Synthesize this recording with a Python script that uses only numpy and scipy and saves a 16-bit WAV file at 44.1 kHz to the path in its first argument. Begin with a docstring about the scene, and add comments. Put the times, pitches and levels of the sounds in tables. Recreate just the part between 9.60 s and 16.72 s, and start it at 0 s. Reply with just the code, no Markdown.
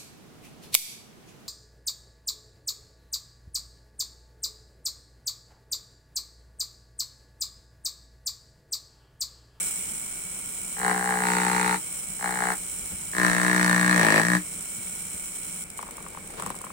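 """At a table in a small room, a homemade engraving pen works on paper.
Its DC motor, brushes hissing all the time, drives a needle up and down about 60 times a second.
In three strokes the needle hammers sheet and table into a low buzz; under a hard press the motor
slows and the sheet slaps. At the end the needle only pecks lightly at a soft pad of paper."""
import sys
import numpy as np
from scipy import signal
from scipy.fft import rfft, irfft, next_fast_len
from scipy.io import wavfile
from scipy.ndimage import map_coordinates

SR = 44100
rng = np.random.default_rng(int(sys.argv[2]) if len(sys.argv) > 2 else 0)


def wav_out(sig):
    """Save sig, one row per channel (or a flat mono array), as 16-bit PCM at SR to the path in sys.argv[1]."""
    wavfile.write(sys.argv[1], SR, np.round(np.clip(np.atleast_2d(sig).T, -1, 1) * 32767).astype(np.int16))


N = 313992
TIME = np.arange(N) / SR
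SCENE_CHANGE_S = 6.04  # from here on the scene changes: the motor sounds quieter and the needle pecks at the pad
LAND_S, LIFT_S, SETTLE_S = .085, .04, .055  # a stroke's attack, release and time to full level


def amp(db):
    """Decibels to gain."""
    return 10 ** (np.asarray(db) / 20)


def along(points, hz):
    """A (frequency, value) curve read on a log axis."""
    freqs, values = np.transpose(points)
    return np.interp(np.log(hz + 1), np.log(freqs + 1), values)


def automation(points):
    """A (time, value) curve, one value per sample."""
    return np.interp(TIME, *np.transpose(points))


def wobble(rate):
    """A smooth random curve, rate knots a second."""
    knots = rng.standard_normal(int(N * rate / SR) + 4)
    return map_coordinates(knots, [TIME * rate])


def held(start, end, attack, release):
    """Gain of 1 from start to end; attack and release are the seconds it takes to cover 20 dB."""
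    return amp(-20 * (np.maximum(start - TIME, 0) / attack + np.maximum(TIME - end, 0) / release))


def taps(events, t60, attack):
    """A quick swell and decay for each (time, level) row."""
    out, t = np.zeros(N + SR), np.arange(SR // 4) / SR
    for at, db in events:
        out[round(at * SR):][:len(t)] += amp(db - 60 * t / t60) * (1 - np.exp(-t / attack))
    return out[:N]


def bursts(train, t60, attack=.0092):
    """Each impulse becomes a quickly rising, dying envelope of the same energy."""
    t = np.arange(SR // 10) / SR
    fade = amp(-60 * t / t60) * (1 - np.exp(-t / attack))
    return signal.fftconvolve(train, fade / np.linalg.norm(fade))[:N]


def filtered(x, response):
    """x through a complex frequency response."""
    size = next_fast_len(N + SR // 2)
    return irfft(rfft(x, size) * response(np.fft.rfftfreq(size, 1 / SR)), size)[..., :N]


def resonances(modes, hz):
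    """Response of ringing modes: (frequency [Hz], width [Hz], level [dB])."""
    return sum(amp(db) * 1j * hz * width / (centre ** 2 - hz ** 2 + 1j * hz * width)
               for centre, width, db in modes)


def sheet(colour, delays, hz):
    """Paper's response: a minimum-phase EQ, each frequency arriving after its own delay."""
    cepstrum = irfft(np.log(amp(along(colour, hz))))
    half = len(cepstrum) // 2
    cepstrum[1:half] *= 2
    cepstrum[half + 1:] = 0
    lag_cycles = np.cumsum(along(delays, hz)) * hz[1]
    return np.exp(rfft(cepstrum) - 2j * np.pi * lag_cycles)


# stereo placement of the tip: (frequency [Hz], left over right [dB])
TIP_PAN = [(180, 4), (420, 3), (650, 6), (900, 7), (1600, 5.5), (1950, -1), (2800, -1), (3600, -8),
           (6200, -9), (7500, -3), (12000, -1)]
# its phase between the channels: (frequency [Hz], left lead [rad])
TIP_PHASE = [(100, 0), (300, -.2), (750, -.5), (1100, -.6), (1500, -3.9), (1900, -5.1), (2400, -4.9),
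             (4000, -6.5), (9000, -19)]
def tip_image(hz):
    """Left and right response to the spot where the tip works."""
    tilt = amp(along(TIP_PAN, hz) / 2) * np.exp(.5j * along(TIP_PHASE, hz))
    return np.array([tilt, 1 / tilt])


# stereo width of noise: (frequency [Hz], left-right correlation [0..1])
CORRELATION = [(50, 0.86), (200, 0.94), (600, 0.56), (1500, 0.03), (8000, 0.05)]
def noise(response):
    """Filtered stereo noise of rms 1, narrow in the bass and wide in the treble."""
    def width(hz):
        angle = np.arccos(along(CORRELATION, hz)) / 2
        return np.array([np.cos(angle), np.sin(angle)])
    mid, side = filtered(rng.standard_normal((2, N)), width)
    return unit(filtered(np.array([mid + side, mid - side]), response))


def unit(x):
    """Scaled to rms 1."""
    return x / np.sqrt(np.mean(x ** 2) + 1e-20)


def tip_noise(colour):
    """Noise with this EQ curve, placed at the tip."""
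    return noise(lambda hz: amp(along(colour, hz)) * tip_image(hz))


def radiate(force, body):
    """A force sounds a body at the tip, at unity power in the centre; deep bass hardly radiates."""
    def response(hz):
        bass_loss = (1j * hz / (1j * hz + 110)) ** 3
        pair = body(hz) * bass_loss * tip_image(hz)
        return pair / np.sqrt(np.mean(np.abs(pair.mean(0)) ** 2))
    return filtered(force, response)


def blows(force, body, pitch, size=2048):
    """Each impulse triggers the body's ring, resampled by the pitch ratio of that moment."""
    ring = radiate(signal.unit_impulse(N, round(.0007 * SR)), body)[:, :size]
    out, n = np.zeros((2, N + size)), np.arange(size)
    for at in np.flatnonzero(force):
        repitched = np.array([np.interp(n * pitch[at], n, side, right=0) for side in ring])
        out[:, at:at + size] += force[at] * repitched
    return out[:, :N]


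# room tone EQ: (frequency [Hz], level [dB])
ROOM_TONE = [(15, -44), (25, 0.5), (119, -6.5), (178, -6.5), (406, -9.5), (479, -11), (525, -12),
             (1390, -16), (2000, -18), (2600, -48), (4400, -120)]
# hands bump the table: (time [s], relative level [dB])
HAND_BUMPS = [(0.26, -40), (3.312, -32), (5.179, -32.5), (5.539, -34.5)]
def background():
    """Room rumble, and the table booming softly as hands bump and shift on it; all leaning left."""
    rumble = amp(-51.5 + .099 * wobble(4.7)) * noise(lambda hz: amp(along(ROOM_TONE, hz)))
    knocks = amp(-4.5) * taps(HAND_BUMPS, t60=.17, attack=.0048)
    bumps = knocks * noise(lambda hz: resonances([(90, 52, 1), (177, 22, 4)], hz))
    slide = amp(-54) * held(3.16, 3.7, attack=.27, release=.083)
    shift = slide * noise(lambda hz: resonances([(55, 88, 0)], hz) ** 2)
    return (rumble + bumps + shift) * amp([[1.5], [-1.5]])


# decay of nearby reflections: (frequency [Hz], t60 [s])
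REVERB_TIMES = [(200, .12), (900, .1), (2000, .09), (10000, .06)]
def reflections(x):
    """A small room's reverb; four tails crossfade slowly as the hands move."""
    hz, t, spectra = signal.stft(rng.standard_normal((4, 2, SR // 3)), SR, nperseg=256)
    decay = amp(-60 * t / along(REVERB_TIMES, hz)[:, None])
    tails = signal.istft(spectra * decay, SR, nperseg=256)[1]
    sends = np.array([wobble(1.196) for _ in tails])
    sends /= np.linalg.norm(sends, axis=0)
    return sum(signal.fftconvolve(x * send, tail / np.linalg.norm(tail[0]), axes=1)[:, :N]
               for send, tail in zip(sends, tails))


FREE_SPEED = 63  # rev/s with no load
# the motor's speed while engraving: (time [s], speed [rev/s])
MOTOR_SPEED = [(1.17, 62.32), (1.3, 61.15), (1.42, 61.98), (1.6, 61.73), (1.69, 60.87), (2.0, 61.38),
               (2.9, 61.52), (3.55, 61.72), (3.72, 59.39), (3.9, 61.3), (4.14, 59.61), (4.33, 60.98),
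               (4.5, 52.78), (4.58, 53.94), (4.69, 60.5), (4.77, 59.78)]
def load():
    """How far the needle brakes the motor, in rev/s."""
    return np.maximum(FREE_SPEED - automation(MOTOR_SPEED), 0)


# brush hiss EQ: (frequency [Hz], level [dB])
BRUSH_EQ = [(400, -22.5), (1900, -18.5), (2500, -22), (3000, -9), (3750, -20), (4050, -11.5), (4650, -24),
            (5150, -12), (5750, -9.5), (6400, -14), (7300, 0.5), (8200, 4.5), (9500, 1.5), (10500, -10),
            (13200, -20), (14500, -6.5), (15700, -8.5)]
# its stereo placement: (frequency [Hz], left over right [dB])
BRUSH_PAN = [(1300, 15), (2400, 0.5), (4400, 0), (5800, -7.5), (8100, -1.6), (15000, 0)]
def brushes():
    """The bright hiss of the motor's brushes, reaching the right channel first."""
    lag = lambda hz: np.exp(2j * np.pi * hz * np.array([[-14], [0]]) / SR)
    pan = lambda hz: amp(along(BRUSH_PAN, hz) * np.array([[.5], [-.5]]))
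    return noise(lambda hz: amp(along(BRUSH_EQ, hz)) * lag(hz) * pan(hz))


# modes of the motor can: (frequency [Hz], width [Hz], level [dB])
CAN_MODES = [(2255, 130, 0), (1440, 110, -8)]
def motor():
    """Brushes sizzle with each turn, the can sings, the rotor hums, the table booms through the hand."""
    braking = load() * sum(held(start, end, LAND_S, LIFT_S) for start, end, *_ in STROKES)
    raised_db = 7.5 * np.exp(-TIME / .16)  # fades as the pen is first lowered
    second_scene = TIME > SCENE_CHANGE_S
    hiss_db = -33.5 + .18 * braking + raised_db - 9.5 * second_scene + .7 * wobble(2.96)
    angle = 2 * np.pi * np.cumsum(FREE_SPEED - braking + .53 * wobble(9)) / SR
    swell_db = .91 * np.cos(angle) + .78 * np.cos(2 * angle)
    sizzle = unit(amp(swell_db + 1.7 * wobble(700) + .6 * wobble(130)))
    hiss = amp(hiss_db) * brushes()
    can = amp(-49.5 + raised_db - 3.1 * second_scene) * noise(lambda hz: resonances(CAN_MODES, hz))
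    hum = amp(-57.5 + 3.4 * wobble(25)) * np.sqrt(2) * np.sin(3 * angle + .87 * wobble(60))
    boom = amp(-56.5 + 3.6 * wobble(7.7)) * noise(lambda hz: resonances([(173.4, 21, 0)], hz))
    return sizzle * (hiss + hum) + can + boom * amp([[1.5], [-1.5]])


# the tip drags over the pad: (start [s], end [s], level [dB])
PAD_RUBS = [(6.17, 6.296, -57), (6.348, 6.62, -54.5), (6.723, 6.777, -51), (6.807, 6.972, -49)]
def rubbing():
    """The tip rubs dully over the pad, and the table rumbles under it."""
    effort = sum(amp(db) * held(start, end, .12, .18) for start, end, db in PAD_RUBS)
    modes = [(90, 60, 3), (190, 62, 3), (402, 510, 6), (1110, 300, -14)]
    friction = noise(lambda hz: resonances(modes, hz) * tip_image(hz))
    return effort * amp(3 * wobble(70)) * friction


# single ticks of the needle: (time [s], relative level [dB])
GUIDE_TICKS = [(0.0689, -22), (6.101, -32.5), (6.175, -28.5), (6.2267, -30), (6.309, -28.5), (6.3685, -31),
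               (6.426, -34), (6.4846, -36), (6.672, -35), (6.797, -29), (6.8226, -27.5), (6.862, -27),
               (6.902, -27), (6.9638, -32)]
def ticks(chatter_per_s=22):
    """The needle ticks in its guide tube, and chatters faintly while it hangs loose over the pad."""
    span = N / SR - SCENE_CHANGE_S
    chance = rng.random((int(chatter_per_s * span), 2))
    chatter = [(SCENE_CHANGE_S + when * span, -31 - 6 * softness) for when, softness in chance]
    envelope = taps(list(GUIDE_TICKS) + chatter, t60=.0099, attack=.00085)
    return amp(9) * envelope * noise(lambda hz: amp(along(BRUSH_EQ, hz)))


# pecks on the pad: (time [s], relative level [dB], ring [Hz])
PAD_PECKS = [(6.19, -25, 1080), (6.228, -27.5, 1050), (6.267, -35, 1150), (6.286, -34, 1040),
             (6.38, -32.5, 1120), (6.403, -37, 1100), (6.441, -40, 1240), (6.463, -31, 1120),
             (6.547, -33.5, 1040), (6.572, -29.5, 1100), (6.797, -26, 1050), (6.822, -25, 1210),
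             (6.832, -31, 1210), (6.862, -23.5, 1070), (6.872, -31, 1060), (6.902, -23.5, 1060),
             (6.943, -34.5, 1040), (7.011, -34, 1070), (7.04, -30, 1100), (7.066, -31.5, 1100),
             (7.102, -32, 1160)]
# tone of the pad: (frequency [Hz], level [dB])
PAD_EQ = [(80, -22), (200, -13), (500, -11), (680, -7), (850, -0.5), (1050, 6), (1280, 3.5), (1600, -8.5),
          (2700, -14), (4000, -53), (8000, -46)]
# its bending waves, lows last: (frequency [Hz], delay [s])
PAD_DELAYS = [(200, .007), (500, .0055), (750, .0035), (950, .0016), (1300, .0002), (2000, 0)]
def pecks(pad_ring_hz=1080):
    """On the soft pad each touch is one short, damped, falling note over a dull thump."""
    touches, pitch = np.zeros(N), np.ones(N)
    for at, db, ring_hz in PAD_PECKS:
        touches[round(at * SR)] = amp(db + 16)
        pitch[round(at * SR)] = ring_hz / pad_ring_hz
    thump = bursts(touches, t60=.11) * noise(lambda hz: resonances([(172, 51, 1.5), (525, 540, -8)], hz))
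    notes = blows(touches, lambda hz: sheet(PAD_EQ, PAD_DELAYS, hz), pitch)
    return notes + amp(-7) * thump


# tone of the slapping sheet: (frequency [Hz], level [dB])
SLAP_EQ = [(70, -24), (130, 7), (220, 7), (310, 20.5), (400, 12), (480, 24), (620, 18.5), (740, 16),
           (930, 22), (1150, -5), (2500, -15)]
# the slap chirps upward as the air gap closes: (frequency [Hz], delay [s])
SLAP_DELAYS = [(150, .001), (350, .0028), (600, .0048), (950, .007), (2000, .007)]
def slapping(train):
    """Under the hard press the sheet slaps the table once a turn and the needle drags."""
    press = amp(.7) * held(4.426, 4.595, attack=.21, release=.045)
    slap = radiate(train * press, lambda hz: sheet(SLAP_EQ, SLAP_DELAYS, hz))
    flutter = bursts(train * press, t60=.059) * tip_noise(SLAP_EQ)
    drag = press * amp(-31.5 + 2.5 * wobble(430)) * noise(lambda hz: resonances([(2100, 480, 0)], hz))
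    return slap + amp(-5) * flutter + drag


# click tone on slack paper and on the firm spot: (frequency [Hz], level [dB])
SOFT_CLICK_EQ = [(1500, -20), (3300, -27), (4050, -0.5), (5000, -15.5), (5900, -39), (6500, -7),
                 (7600, 5.5), (9200, 3.5), (10800, -15), (15500, -20)]
HARD_CLICK_EQ = [(1500, -18), (2500, -3), (3350, -14), (4050, 1), (5000, -12), (5900, -1.5), (6600, -9),
                 (7800, 3), (9200, 0), (10800, -13), (15500, -18)]
# the tip bites into the firm spot: (start [s], end [s], click boost [dB])
TIP_BITES = [(3.656, 3.726, 1), (4.01, 4.124, 3.5), (4.27, 4.434, 3.5), (4.447, 4.593, 2.5)]
def clicking(soft, hard, push_db):
    """The steel needle snaps against its guide at every blow: a bright click of a few milliseconds."""
    def click(train, colour):
        return bursts(train * amp(1.5 * wobble(45)), t60=.014, attack=.0009) * tip_noise(colour)
    bite_db = sum(db * held(start, end, .017, .02) for start, end, db in TIP_BITES)
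    soft_clicks = click(soft * amp(-8 + .94 * push_db), SOFT_CLICK_EQ)
    return soft_clicks + click(hard * amp(-8.8 + bite_db), HARD_CLICK_EQ)


# modes of the table top: (frequency [Hz], width [Hz], level [dB])
TABLE_MODES = [(123.8, 8, -15), (160, 14, -7), (182.5, 16, 9), (213.5, 10, -11), (304, 12, -.5),
               (366.2, 12, -10), (433, 16, -6.5)]
def table_thud(train, push_db, lag_s=.003):
    """Each blow thuds the table, louder as load takes the play out of the contact."""
    play = np.exp(-load() / 2)
    force = train * amp(-7 * play + .42 * push_db)
    return radiate(force, lambda hz: resonances(TABLE_MODES, hz) * np.exp(-2j * np.pi * hz * lag_s))


# scratch of paper fibres: (frequency [Hz], level [dB])
SCRATCH_EQ = [(1000, -8), (2400, 1), (3300, -8), (3900, -2), (4500, -4), (5100, -10), (5800, -4),
              (6500, -9), (8000, 1), (11000, -14), (15500, -19)]
def hammering(train, push_db, colour, delays, pitch, paper_db, rattle_db, thud_db, scratch_db):
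    """Every blow bends the sheet, rattles it, scratches its fibres and thuds the table."""
    def body(hz):
        cushion = 1 / (1 + (hz / 2750) ** 12)  # paper softens the blow's treble
        edge_echo = amp(-11) * hz / (hz + 900) * np.exp(-2j * np.pi * hz * .0108)  # off the far edge
        return sheet(colour, delays, hz) * cushion * (1 + edge_echo)
    force = train * amp(push_db)
    paper = amp(paper_db) * blows(force, body, pitch)
    rattle = amp(rattle_db) * bursts(force, t60=.12) * tip_noise(colour)
    scratch = amp(scratch_db) * bursts(force, t60=.13, attack=.0069) * tip_noise(SCRATCH_EQ)
    return paper + rattle + scratch + amp(thud_db) * table_thud(train, push_db)


def strikes(start, end, scatter_db=.6):
    """One needle blow per turn of the motor, as slightly uneven impulses of about rms 1."""
    speed = automation(MOTOR_SPEED)
    turns = np.cumsum(speed) / SR
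    first = round(start * SR)
    at = np.flatnonzero(np.diff(np.floor(turns - turns[first])))
    at = at[(at >= first - 1) & (at < end * SR)]
    jitter, accent = rng.standard_normal((len(at), 2)).T
    train = np.zeros(N)
    train[at + np.round(jitter).astype(int)] = amp(scatter_db * accent) * np.sqrt(SR / speed[at])
    return train


# tone of the sheet when slack, pulled taut, and on its firm spot: (frequency [Hz], level [dB])
SLACK_EQ = [(100, -45.5), (430, 0), (560, -14.5), (670, -3.5), (740, 4), (810, 10), (910, 0.5), (1000, 1),
            (1200, -0.5), (1400, 4), (1600, 4), (1820, 4), (2250, -3.5), (2550, -23), (2900, -7),
            (3300, -28), (5500, -33)]
TAUT_EQ = [(100, -46), (430, -1.5), (560, -18), (670, -14), (760, 3), (860, 6.5), (930, 6), (1010, -5),
           (1200, 0.5), (1400, 7.5), (1600, -1), (1980, 4), (2250, -2.5), (2550, -6), (2850, -8),
           (3050, -22), (5500, -29)]
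FIRM_EQ = [(100, -33), (450, -16), (600, -12), (730, -5), (800, -9), (900, -7), (1010, 1), (1100, -1.5),
           (1220, 2), (1400, 0), (1540, 2.5), (1690, 10), (1860, 10), (2020, -2), (2130, -2), (2350, -7.5),
           (2700, -15), (3200, -26), (5500, -47)]
# bending waves arrive treble first; lows lag more on the firm spot: (frequency [Hz], delay [s])
SHEET_DELAYS = [(200, .002), (400, .005), (550, .0045), (780, .0036), (900, .002), (1020, .0018),
                (1200, .0012), (1500, .0004), (2000, .0001), (2500, 0)]
FIRM_DELAYS = [(200, .003), (350, .0055), (700, .0065), (880, .007), (1000, .0035), (1150, .0014),
               (1500, .0001), (2500, 0)]
# the firm spot's ring glides as the pen travels: (time [s], ring [Hz])
FIRM_RING = [(3.56, 1758), (3.92, 1793), (4.004, 1802), (4.144, 1720), (4.264, 1787), (4.76, 1773)]
# the hand leans in or eases off: (start [s], end [s], level change [dB])
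HAND_PUSHES = [(1.25, 1.315, 4.5), (1.485, 1.53, 2.5), (1.635, 2.15, 5.8), (2.63, 2.654, 4.5),
               (2.802, 2.914, 4), (3.645, 3.655, 4), (3.74, 3.755, -2), (3.936, 4.153, 1.2),
               (4.293, 4.328, 3.5), (4.36, 4.415, 2), (4.48, 4.595, 3), (4.617, 4.7, -3)]
# strokes on the sheet: (first blow [s], lift-off [s], base level [dB], spot [0 slack, 1 firm])
STROKES = [(1.166, 2.145, -32.5, 0), (2.593, 2.926, -33.8, 0), (3.533, 4.752, -28.3, 1)]
def engraving(firm_ring_hz=1775):
    """The needle's buzz: nasal on slack paper, brighter once it is taut, harder on the firm spot."""
    push_db = sum(db * held(start, end, .04, .013) for start, end, db in HAND_PUSHES) + .35 * wobble(16)
    taut = held(1.636, 2.15, attack=.015, release=.11)  # the hand pulls the sheet taut
    soft, hard = np.zeros(N), np.zeros(N)
    for start, end, db, firm in STROKES:
        train = hard if firm else soft
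        train += amp(db) * held(start + SETTLE_S, end, LAND_S, LIFT_S) * strikes(start, end + LIFT_S / 2)
    wander = 1 + .012 * wobble(20)
    firm_pitch = wander * automation(FIRM_RING) / firm_ring_hz
    buzz = hammering(soft * (1 - taut), push_db, SLACK_EQ, SHEET_DELAYS, wander,
                     paper_db=0, rattle_db=-9, thud_db=-5, scratch_db=-19.5)
    buzz += hammering(soft * taut, push_db, TAUT_EQ, SHEET_DELAYS, wander,
                      paper_db=-1.2, rattle_db=-12, thud_db=-3, scratch_db=-15)
    buzz += hammering(hard, push_db, FIRM_EQ, FIRM_DELAYS, firm_pitch,
                      paper_db=1.8, rattle_db=-9.5, thud_db=1.5, scratch_db=-14.5)
    return buzz + clicking(soft, hard, push_db) + slapping(hard)


def scene():
    """The needle close up with a touch of room, over the dry motor and the room tone."""
    work = engraving() + pecks() + rubbing() + ticks()
    return work + amp(-11) * reflections(work) + motor() + background()


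def record(dry, top_hz=15850):
    """A brick-wall low-pass on the mix."""
    return filtered(dry, lambda hz: hz < top_hz)


dry = scene()
out = record(dry)
wav_out(out)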